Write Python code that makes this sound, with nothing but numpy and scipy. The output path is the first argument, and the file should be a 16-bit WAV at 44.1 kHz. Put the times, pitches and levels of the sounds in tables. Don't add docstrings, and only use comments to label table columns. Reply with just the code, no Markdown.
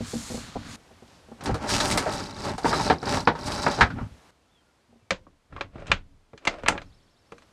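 import sys
import numpy as np
from scipy import signal
from scipy.fft import rfft, irfft, next_fast_len
from scipy.io import wavfile

SR = 44100
rng = np.random.default_rng(int(sys.argv[2]) if len(sys.argv) > 2 else 0)


def wav_out(sig):
    wavfile.write(sys.argv[1], SR, np.round(np.clip(np.atleast_2d(sig).T, -1, 1) * 32767).astype(np.int16))


N = 331632
TIME = np.arange(N) / SR
DUVET_END_S, CURTAIN_END_S = 0.763, 4.308
CUTOFF_HZ = 15800

# (start [s], end [s], rail scrape [dB], cloth hiss [dB], treble share [dB])
TUGS = [(1.088, 1.174, -65, -66, -18), (1.474, 1.497, -29.5, -51, -24), (1.613, 1.664, -33.5, -53, -10.5),
        (1.711, 1.788, -29.5, -32, -12), (1.83, 1.96, -28, -36, -4), (2.01, 2.213, -33.5, -45, -12),
        (2.075, 2.086, -39, -77.5, -1), (2.216, 2.311, -41.5, -50.5, -13), (2.376, 2.453, -40.5, -48, -14),
        (2.455, 2.508, -30.5, -45, -8.5), (2.674, 2.882, -29.5, -38, -11.5),
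        (3.085, 3.176, -27, -39.5, -11), (3.4, 3.444, -38, -52, -5.5), (3.47, 3.816, -33, -41.5, -10.5),
        (3.977, 4.024, -44.5, -66.5, -27)]
# (start [s], end [s], level [dB])
STOP_SHUDDER = [(3.82, 4.02, -37)]
# (frequency [Hz], level [dB])
RUMBLE_SPECTRUM = [(15, -50.5), (25, -15), (37, -2.5), (50, -6), (75, -0.5), (107, 0.5), (139, -3.5),
                   (243, -2), (280, -0.5), (360, -28.5), (620, -120)]
SCRAPE_SPECTRUM = [(130, -29), (220, -4.5), (250, -8), (280, 0), (320, -7.5), (368, 0), (493, -13.5),
                   (595, 2), (660, -11), (786, -0.5), (850, -5.5), (913, -4), (1070, -8), (1220, -8),
                   (1400, -9.5), (3200, -25), (4160, -54.5), (7040, -120)]
CLOTH_SPECTRUM = [(1290, -30.5), (2200, -10.5), (3140, -7.5), (4070, -1.5), (4420, -2.5), (4840, -1.5),
                  (7390, -9), (8580, -11), (12800, -29), (14500, -37.5), (16000, -47.5)]
FOLD_SPECTRUM = [(500, -15), (1100, -0.5), (2200, -1.5), (4500, -1), (8000, -6.5), (12800, -26),
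                 (16000, -49)]


def curtain(rise_db_per_s=320.5, coast_db_per_s=264.5, wall_fall_db_per_s=166.5):
    start, end, scrape_db, hiss_db, treble_db = np.transpose(TUGS)
    rail_gain = strokes(zip(start, end, scrape_db), rise_db_per_s, coast_db_per_s)
    cloth_gain = strokes(zip(start, end, hiss_db), rise_db_per_s, coast_db_per_s)
    wall_gain = strokes(zip(start, end, scrape_db - 2.5), rise_db_per_s, wall_fall_db_per_s)
    stop_gain = strokes(STOP_SHUDDER, rise_db_per_s, wall_fall_db_per_s)
    rumble = np.hypot(wall_gain, stop_gain) * friction(RUMBLE_SPECTRUM, 3000, 4.4, 2.0)
    scrape = rail_gain * near_walls(friction(SCRAPE_SPECTRUM, 4000, 0.86, 1.4), echo_db=-10)
    cloth = near_walls(friction(CLOTH_SPECTRUM, 9000, 2.8, 2.1))
    hiss = cloth_gain * brighten(cloth, np.interp(TIME, (start + end) / 2, treble_db))
    folds = from_db(-1) * cloth_gain * near_walls(friction(FOLD_SPECTRUM, 90, 1, 0.98), echo_db=-5)
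    return (rumble + scrape + hiss + folds + glider_chirps()) * between(DUVET_END_S, CURTAIN_END_S)


# (start [s], end [s], slip rate [1/s], relative level [dB])
GLIDER_RUNS = [(2.085, 2.205, 52, -43), (2.24, 2.425, 28, -44.5), (2.44, 2.515, 50, -43.5),
               (2.63, 2.69, 40, -44), (2.695, 2.915, 60, -37.5), (2.94, 3.045, 26, -47),
               (3.055, 3.205, 48, -38), (3.248, 3.26, 40, -45), (3.39, 3.47, 45, -43),
               (3.48, 3.80, 50, -39.5)]


def glider_chirps(low_hz=3850, high_hz=5950, catch_hz=3800, catch_db=-4.5, spread_db=1.8, jitter=.1):
    out = np.zeros(N)
    for start, end, slips_per_s, db in GLIDER_RUNS:
        for due_s in np.arange(start, end, 1 / slips_per_s):
            late, size, pitch, wait, grip = rng.standard_normal(5)
            slip_s = due_s + jitter * late / slips_per_s
            catch_s = slip_s + (.6 + jitter * wait) / slips_per_s
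            detune = 1 + .03 * pitch
            slip = squeak(low_hz * detune, high_hz * detune, length_s=.0028)
            catch = squeak(catch_hz * detune, 1.07 * catch_hz * detune, length_s=.004)
            add(out, slip_s, from_db(db + spread_db * size) * slip)
            add(out, catch_s, from_db(db + catch_db + spread_db * grip) * catch)
    return 3 * np.std(out) * near_walls(rms_one(out), echo_db=-6)


def squeak(low_hz, high_hz, length_s):
    progress = np.linspace(0, 1, round(length_s * SR))
    hz = low_hz + (high_hz - low_hz) * progress
    envelope = np.sqrt(np.sin(np.pi * progress).clip(0))
    return envelope * np.sin(2 * np.pi * np.cumsum(hz) / SR)


# (time [s], level [dB], tilt [dB/octave], cut-off [Hz], spot resonance [Hz], spot gain [dB])
GLIDER_KNOCKS = [(1.4083, -43, 2, 5900, 900, -19), (1.437, -44.5, 6, 12300, 900, -13),
                 (1.4579, -33, 5, 6500, 895, -14), (1.5434, -29, -0.5, 12100, 463, 7),
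                 (1.691, -29.5, 4, 11000, 3980, 0.5), (1.707, -31.5, 2.5, 8000, 2280, -8),
                 (1.802, -23.5, 5, 6730, 4030, 0), (1.912, -28, 6.5, 8100, 2250, 3),
                 (1.9746, -21.5, 3.5, 11000, 2180, 2), (2.0607, -25, -1.5, 2400, 620, 11.5),
                 (2.4428, -46, 8, 8000, 470, -6), (2.5802, -32.5, 2, 10000, 766, 8.5),
                 (2.645, -20.5, -2, 2013, 464, 6), (2.653, -21, 2, 2500, 905, 9.5),
                 (2.7294, -21, 1.5, 2400, 1200, 5.5), (2.798, -26, -1.5, 3980, 905, 10.5),
                 (2.8995, -16, 0.8, 3630, 463, -4.5), (2.9065, -18.5, -1.5, 2210, 765, 6),
                 (3.0284, -31, -3.5, 5016, 296, -3.5), (3.171, -25.5, 0.5, 1800, 930, 7),
                 (3.2731, -13.5, 0.4, 3850, 925, 3), (3.3518, -34, 0.5, 5000, 905, 4),
                 (3.471, -38, 5, 3000, 1260, -3), (3.506, -39, 5, 2910, 1270, -1.5),
                 (3.6647, -18, 1.5, 2300, 970, -4.5), (3.788, -25.5, -4, 1800, 765, 3),
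                 (3.8088, -12.5, 8, 2460, 1300, 0.5), (3.8175, -16, 3.5, 2340, 1740, 4),
                 (3.9021, -37.5, 6, 2800, 1450, 8), (3.984, -36.5, 1, 2210, 1280, 4)]
# (frequency [Hz], level [dB], t60 [s])
WALL_MODES = [(88.9, -16.5, 0.12), (157, 2.5, 0.25), (287.3, 1, 0.11), (467, 8, 0.11), (585, -8.5, 0.06),
              (743, 8, 0.054), (780, -8.5, 0.045), (924, 7.5, 0.068), (1280, 2.5, 0.1), (1481, -4.5, 0.091),
              (1676, -4.5, 0.13), (1750, -8, 0.044), (1949, -15, 0.12), (2280, -10.5, 0.04),
              (3900, -11.5, 0.12), (4500, -21, .12)]
# (frequency [Hz], level [dB])
WALL_CONTACT_SPECTRUM = [(60, 0.5), (150, 1), (900, 5), (1600, 1), (2800, -11), (4300, -8.5), (7000, -16),
                         (9000, -15), (15000, -32)]


def glider_knocks():
    return hard_blows(GLIDER_KNOCKS, WALL_CONTACT_SPECTRUM, WALL_MODES,
                      spot_q=11, chatter_s=0.013, cabin_db=-1, ring_db=-2.5)


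# (time [s], level [dB], tilt [dB/octave], cut-off [Hz], spot resonance [Hz], spot gain [dB])
LATCH_CLICKS = [(5.1067, -22, 3, 5200, 525, 11), (5.2673, -51.5, -7.5, 2495, 1100, 15),
                (5.5245, -50, 1, 2194, 548, -2), (5.5633, -40.5, 2.5, 2750, 1090, -4),
                (5.579, -44, 0, 2390, 1080, 25), (5.6093, -29.5, 1.5, 4020, 1100, 0),
                (5.7558, -40, -6.5, 4960, 634, 3.5), (5.783, -48.5, -5, 6050, 548, -7),
                (5.799, -63, 5, 6000, 1630, -12), (5.82, -42.5, -6.5, 3970, 548, -0.5),
                (5.8685, -48, 5.5, 5920, 2410, -6.5), (5.88, -48.5, 8.5, 4000, 2690, 0.5),
                (5.9163, -16.5, 6, 3260, 1484, 0.5), (6.333, -44.5, -6, 12900, 446, 18),
                (6.3771, -51, 5, 5000, 1375, -11), (6.4515, -36, 0.5, 8300, 1100, -6.5),
                (6.4715, -23, 1, 5400, 2080, 14), (6.4742, -22, 2.5, 5500, 675, 5),
                (6.6351, -36, -4, 12000, 458, -3.5), (6.6612, -28.5, 2.5, 2630, 1375, -8.5),
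                (6.679, -29, 16, 2800, 2100, 24.5), (6.6839, -16.5, 1.5, 13440, 866, 7.5),
                (6.7005, -30.5, -3.5, 3980, 1340, 2.5), (6.722, -33, -2.5, 2990, 835, 13),
                (6.751, -38, -3, 1990, 840, 4), (6.7774, -36, 4, 3200, 1630, 6),
                (6.817, -45.5, 1, 6200, 1096, -15.5), (7.3207, -41.5, -3, 12900, 480, 10),
                (7.3813, -54.5, 1.5, 8750, 1630, -9), (7.421, -58, 2.5, 4930, 2050, -7)]
# (frequency [Hz], level [dB], t60 [s])
LATCH_DOOR_MODES = [(185, -6, 0.2), (300, -6.5, 0.12), (463.5, -11, 0.088), (558, 8, 0.1),
                    (669, 7.5, 0.052), (827, -3.5, 0.086), (1010, 4.5, 0.047), (1173, 8, 0.05),
                    (1364, 8, 0.04), (1657, 4, 0.049), (2050, -3.5, 0.06), (2395, 7, 0.055),
                    (2690, 2, 0.038), (3510, -2, 0.025), (4080, -1.5, 0.064), (4790, -6, 0.08),
                    (6100, 0, 0.049), (6500, -12, 0.12)]
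# (frequency [Hz], level [dB])
LATCH_CONTACT_SPECTRUM = [(60, -11), (230, 0), (340, 3), (560, 0), (950, 1), (1500, -0.5), (2400, -3),
                          (3500, -8.5), (5500, -16), (7500, -13), (10000, -22), (15000, -43)]


def latch_clicks():
    return hard_blows(LATCH_CLICKS, LATCH_CONTACT_SPECTRUM, LATCH_DOOR_MODES,
                      spot_q=18, chatter_s=0.0039, cabin_db=-13, ring_db=-4)


# (start [s], end [s], rub [dB], leaf sway [dB])
HANDLE_TURNS = [(5.532, 5.61, -51.5, -43.5), (5.752, 5.86, -49, -44), (5.885, 5.913, -40, -43),
                (6.428, 6.45, -53, -71), (6.485, 6.586, -42.5, -61), (6.641, 6.777, -45, -44),
                (7.364, 7.47, -81, -78)]
# (frequency [Hz], level [dB])
SWAY_SPECTRUM = [(13, -36), (22, 4.5), (43, -13), (87, -5), (118, -12.5), (185, -15.5), (254, -29),
                 (280, -13.5), (360, -58.5), (620, -120)]
RUB_SPECTRUM = [(130, -31), (220, -2), (623, -0.5), (876, -9.5), (1310, -5.5), (1760, -12), (2400, -13.5),
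                (3130, -18.5), (5150, -27), (6010, -33.5), (9000, -37.5), (11700, -78), (19800, -120)]
# (time [s], pitch [Hz], level [dB])
HANDLE_GROAN = [(6.515, 600, -46), (6.53, 654, -39), (6.55, 732, -42), (6.58, 633, -44), (6.60, 555, -52)]


def door_handle(rise_db_per_s=600.5, rub_fall_db_per_s=275.5, sway_fall_db_per_s=85, jolt_db=-24):
    start, end, rub_db, sway_db = np.transpose(HANDLE_TURNS)
    push_gain = strokes(zip(start, end, sway_db), rise_db_per_s, sway_fall_db_per_s)
    jolt_gain = from_db(jolt_db) * aftermath(LATCH_CLICKS, sway_fall_db_per_s)
    rub_gain = strokes(zip(start, end, rub_db), rise_db_per_s, rub_fall_db_per_s)
    sway = np.hypot(push_gain, jolt_gain) * friction(SWAY_SPECTRUM, 2300, 0.7, 0.64)
    crackle = .7 * near_walls(friction(RUB_SPECTRUM, 110, 2, 1))
    rub = rub_gain * rms_one(friction(RUB_SPECTRUM, 8000, 1.7, 2.1) + crackle)
    groan = gliding_tone(HANDLE_GROAN) * (1 + .6 * drift(220))
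    return sway + rub + groan


# (time [s], peak [dB], cut-off [Hz])
BOLT_SHOVES = [(5.110, -26.5, 233), (5.893, -24, 129.6), (5.924, -28, 210)]
# (frequency [Hz], level [dB], t60 [s])
DOOR_LEAF_MODES = [(52, -11, .2), (103, 0, 0.068), (187, 4.5, 0.079)]


def bolt_shoves():
    return padded_blows(BOLT_SHOVES, DOOR_LEAF_MODES, contact_s=0.0078)


# (time [s], peak [dB], cut-off [Hz])
BED_THUMPS = [(0.004, -20.5, 406), (0.133, -22, 505), (0.152, -23.5, 330), (0.3, -26.5, 555),
              (0.314, -25.5, 500), (0.340, -23, 500), (0.374, -30.5, 1320), (0.554, -22.5, 1080),
              (0.561, -20.5, 1000), (0.689, -36.5, 218), (0.729, -41, 208), (0.907, -44, 1500),
              (1.021, -37.5, 806), (1.283, -40, 1410), (1.315, -32, 2000), (1.492, -18, 1260),
              (1.511, -19, 121), (3.816, -15.5, 132.3), (3.983, -36, 403), (4.012, -25, 126.5),
              (4.109, -39.5, 98), (4.89, -54.5, 260), (4.925, -49.5, 702), (4.955, -53.5, 600),
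              (5.02, -55, 149.4)]
# (frequency [Hz], level [dB], t60 [s])
BED_BASE_MODES = [(64.3, -12, 0.14), (105, -9.5, 0.16), (160, -15.5, 0.13), (231, -1, 0.12),
                  (387, 1.5, 0.035), (500, 1.5, 0.047), (642, 2, 0.036), (784, 1.5, 0.055),
                  (976, -3.5, 0.04)]


def bed_thumps():
    return padded_blows(BED_THUMPS, BED_BASE_MODES, contact_s=0.0048)


# (start [s], end [s], level [dB])
DUVET_SWEEPS = [(0.08, 0.36, -42.5), (0.71, 0.76, -45.5)]
# (frequency [Hz], level [dB])
DUVET_SPECTRUM = [(210, -9), (350, -1), (1060, 3), (1140, 5), (1380, 3.5), (2840, -1.5), (3900, -0.5),
                  (4350, -0.5), (4750, -4.5), (5660, -9.5), (6970, -11.5), (12200, -36), (16000, -55)]


def bedding(top_treble_db=-2, treble_db_per_db=1.5, mattress_db=-18.5):
    speed = strokes(DUVET_SWEEPS, rise_db_per_s=81, fall_db_per_s=39)
    treble_db = top_treble_db + treble_db_per_db * 20 * np.log10(speed / speed.max())
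    swish = speed * brighten(friction(DUVET_SPECTRUM, 15000, 0.48, 0.1), treble_db)
    stir_gain = from_db(mattress_db) * aftermath(BED_THUMPS, fall_db_per_s=74)
    mattress = stir_gain * friction(RUMBLE_SPECTRUM, 3400, 5.0, 0.77)
    return (swish + mattress) * between(-1, DUVET_END_S)


# (time from its start [s], pitch [Hz], relative level [dB])
SONG_SYLLABLE = [(0, 3050, -2), (.012, 3600, 2.5), (.021, 4400, 2), (.028, 5100, -2), (.035, 5380, .5),
                 (.043, 5500, .5), (.053, 5400, -2), (.061, 4950, -9), (.069, 4650, .5), (.082, 4280, .5)]
# (time [s], pitch [Hz], level [dB])
SLURRED_CALL = [(4.49, 3380, -73), (4.53, 3590, -67.5), (4.555, 3400, -67), (4.575, 3230, -69),
                (4.62, 3110, -73)]
TWO_TONE_CALL = [(4.99, 2700, -80), (5.018, 2660, -76), (5.024, 2350, -74), (5.09, 2340, -75)]
LOWER_CALL = [(4.45, 1310, -78), (4.53, 1340, -76), (4.62, 1390, -77), (4.69, 1420, -70.5),
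              (4.72, 1380, -78)]


def birds(song_start_s=6.832, period_s=.0809, song_db=-68.5, step_db=-.8, flutter_db=2.5):
    song = sum(from_db(song_db + k * step_db) * gliding_tone(SONG_SYLLABLE, song_start_s + k * period_s)
               for k in range(8))
    calls = sum(gliding_tone(call) for call in (SLURRED_CALL, TWO_TONE_CALL, LOWER_CALL))
    chorus = (song + calls) * from_db(flutter_db * drift(220))
    return np.std(chorus) * near_walls(rms_one(chorus), echo_db=-2, t60_s=.12)


# (time [s], level [dB])
DOOR_AIR_LEVELS = [(4.31, -65), (4.75, -65), (5.35, -68), (6.3, -67.5), (6.75, -61.5), (7.15, -65.5),
                   (7.4, -61)]
# (frequency [Hz], level [dB])
AIR_SPECTRUM = [(30, -10), (65, 2), (130, -3), (300, -4.5), (1000, -9.5), (2000, -15), (4500, -19),
                (8000, -24.5), (12000, -32), (15000, -53)]


def cabin_air(early_db=-56):
    by_door_db = np.interp(TIME, *np.transpose(DOOR_AIR_LEVELS))
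    db = np.where(TIME < CURTAIN_END_S, early_db, by_door_db)
    return from_db(db) * rms_one(colour(rng.standard_normal(N), AIR_SPECTRUM))


# (frequency [Hz], t60 [s])
CABIN_DECAY = [(100, 0.22), (260, 0.24), (700, 0.15), (2000, 0.12), (5000, 0.15), (14000, 0.03)]


def cabin_tail(t):
    edges_hz = np.geomspace(45, 17000, 9)
    tail = np.zeros(len(t))
    for low_hz, high_hz in zip(edges_hz, edges_hz[1:]):
        band = butter(rng.standard_normal(len(t)), [low_hz, high_hz], "band")
        t60_s = at_hz(CABIN_DECAY, np.sqrt(low_hz * high_hz))
        tail += band * from_db(-60 * t / t60_s)
    return tail


def near_walls(x, echo_db=-3, t60_s=0.037):
    t = np.arange(SR // 10) / SR
    echoes = rng.standard_normal(len(t)) * from_db(-60 * t / t60_s) * (t > .002)
    return rms_one(x + from_db(echo_db) * rms_one(signal.fftconvolve(x, echoes)[:N]))


def hard_blows(rows, contact_spectrum, modes, spot_q, chatter_s, cabin_db, ring_db):
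    out, t = np.zeros(N), np.arange(SR // 3) / SR
    ends_hz = np.array([60, 16000])
    hardest_db = max(row[1] for row in rows)
    for s, db, tilt_db_per_octave, cut_hz, spot_hz, spot_db in rows:
        settle_s = chatter_s * from_db(-0.17 * (db - hardest_db))
        chatter = rng.standard_normal(len(t)) * np.exp(-t / settle_s)
        contact = colour(chatter + from_db(cabin_db) * cabin_tail(t), contact_spectrum)
        sound = rms_one(contact) + from_db(ring_db) * rms_one(ringing(modes, t))
        spot = signal.lfilter(*signal.iirpeak(spot_hz, spot_q, fs=SR), sound)
        ends_db = tilt_db_per_octave * np.log2(ends_hz / ends_hz[0])
        sound = colour(sound + from_db(spot_db) * spot, list(zip(ends_hz, ends_db)))
        sound = butter(sound, min(cut_hz, CUTOFF_HZ), "low", order=3)
        add(out, s, from_db(db) * sound / np.std(sound[:SR // 50]))
    return out


def padded_blows(rows, modes, contact_s, ring_db=8):
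    out, t = np.zeros(N), np.arange(SR // 3) / SR
    for s, db, cut_hz in rows:
        contact = np.exp(-t / contact_s)
        scuff = butter(rng.standard_normal(len(t)), [90, 1000], "band", order=3) * t * contact
        ring = ringing(modes, t) * (1 - contact)
        sound = butter(rms_one(scuff) + from_db(ring_db) * rms_one(ring), cut_hz, "low", order=3)
        add(out, s, from_db(db) * sound / np.max(np.abs(sound)))
    return out


def ringing(modes, t):
    hz, db, t60_s = np.transpose(modes)[:, :, None]
    strength = rng.choice([-1, 1], hz.shape) * from_db(db + rng.normal(0, 2, hz.shape))
    return np.sum(strength * from_db(-60 * t / t60_s) * np.sin(2 * np.pi * hz * t), axis=0)


def friction(spectrum, slips_per_s, spread_db, clump_db):
    sizes = rng.standard_normal(N) * from_db(spread_db * np.clip(rng.standard_normal(N), -2, 2))
    slips = sizes * (rng.random(N) < slips_per_s / SR) * from_db(clump_db * drift(70))
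    return rms_one(colour(slips, spectrum))


def brighten(x, treble_db):
    treble = signal.sosfiltfilt(signal.butter(2, 8000, "high", fs=SR, output="sos"), x)
    share = np.minimum(from_db(treble_db), .9)
    return rms_one(x - treble) * np.sqrt(1 - share ** 2) + rms_one(treble) * share


def gliding_tone(rows, delay_s=0):
    s, hz, db = np.transpose(rows)
    t = np.arange(s[0], s[-1], 1 / SR)
    phase = 2 * np.pi * np.cumsum(np.interp(t, s, hz)) / SR
    envelope = from_db(np.interp(t, s, db)) * signal.windows.tukey(len(t), .15)
    out = np.zeros(N)
    add(out, s[0] + delay_s, envelope * np.sin(phase))
    return out


def strokes(rows, rise_db_per_s, fall_db_per_s):
    power = 0
    for start, end, db in rows:
        loss_db = rise_db_per_s * np.maximum(start - TIME, 0) + fall_db_per_s * np.maximum(TIME - end, 0)
        power = power + from_db(db - np.minimum(loss_db, 100)) ** 2
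    return np.sqrt(power)


def aftermath(hits, fall_db_per_s):
    return strokes([(s, s, db) for s, db, *_ in hits], 9000, fall_db_per_s)


def between(start_s, end_s, ramp_s=.004):
    return np.clip((TIME - start_s) / ramp_s, 0, 1) * np.clip((end_s - TIME) / ramp_s, 0, 1)


def drift(changes_per_s):
    knots = rng.standard_normal(4000)
    return rms_one(np.interp(TIME * changes_per_s, np.arange(len(knots)), knots))


def colour(x, spectrum):
    size = 2 * next_fast_len(len(x) // 2 + 4096)
    hz = np.maximum(np.fft.rfftfreq(size, 1 / SR), 1)
    octaves_outside = np.abs(np.log2(hz / np.clip(hz, spectrum[0][0], spectrum[-1][0])))
    gain_db = at_hz(spectrum, hz) - np.minimum(30 * octaves_outside, 70)
    cepstrum = irfft(np.log(from_db(gain_db)))
    cepstrum[1:size // 2] *= 2
    cepstrum[size // 2 + 1:] = 0
    return irfft(rfft(x, size) * np.exp(rfft(cepstrum)))[:len(x)]


def butter(x, hz, kind, order=2):
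    return signal.sosfilt(signal.butter(order, hz, kind, fs=SR, output="sos"), x + 1e-18)


def at_hz(points, hz):
    table_hz, values = np.transpose(points)
    return np.interp(np.log(np.maximum(hz, 1)), np.log(table_hz), values)


def add(track, s, sound):
    start = max(round(s * SR), 0)
    track[start:start + len(sound)] += sound[:max(N - start, 0)]


def from_db(db):
    return 10 ** (np.asarray(db) / 20)


def rms_one(x):
    return x / np.sqrt(np.mean(x ** 2) + 1e-20)


def scene():
    impacts = glider_knocks() + latch_clicks() + bed_thumps() + bolt_shoves()
    rubbing = bedding() + curtain() + door_handle()
    return (impacts + rubbing + cabin_air() + birds())[None]


def record(dry):
    rounded = dry / (1 + dry ** 8) ** (1 / 8)
    return butter(rounded, CUTOFF_HZ, "low", order=20)


dry = scene()
out = record(dry)
wav_out(out)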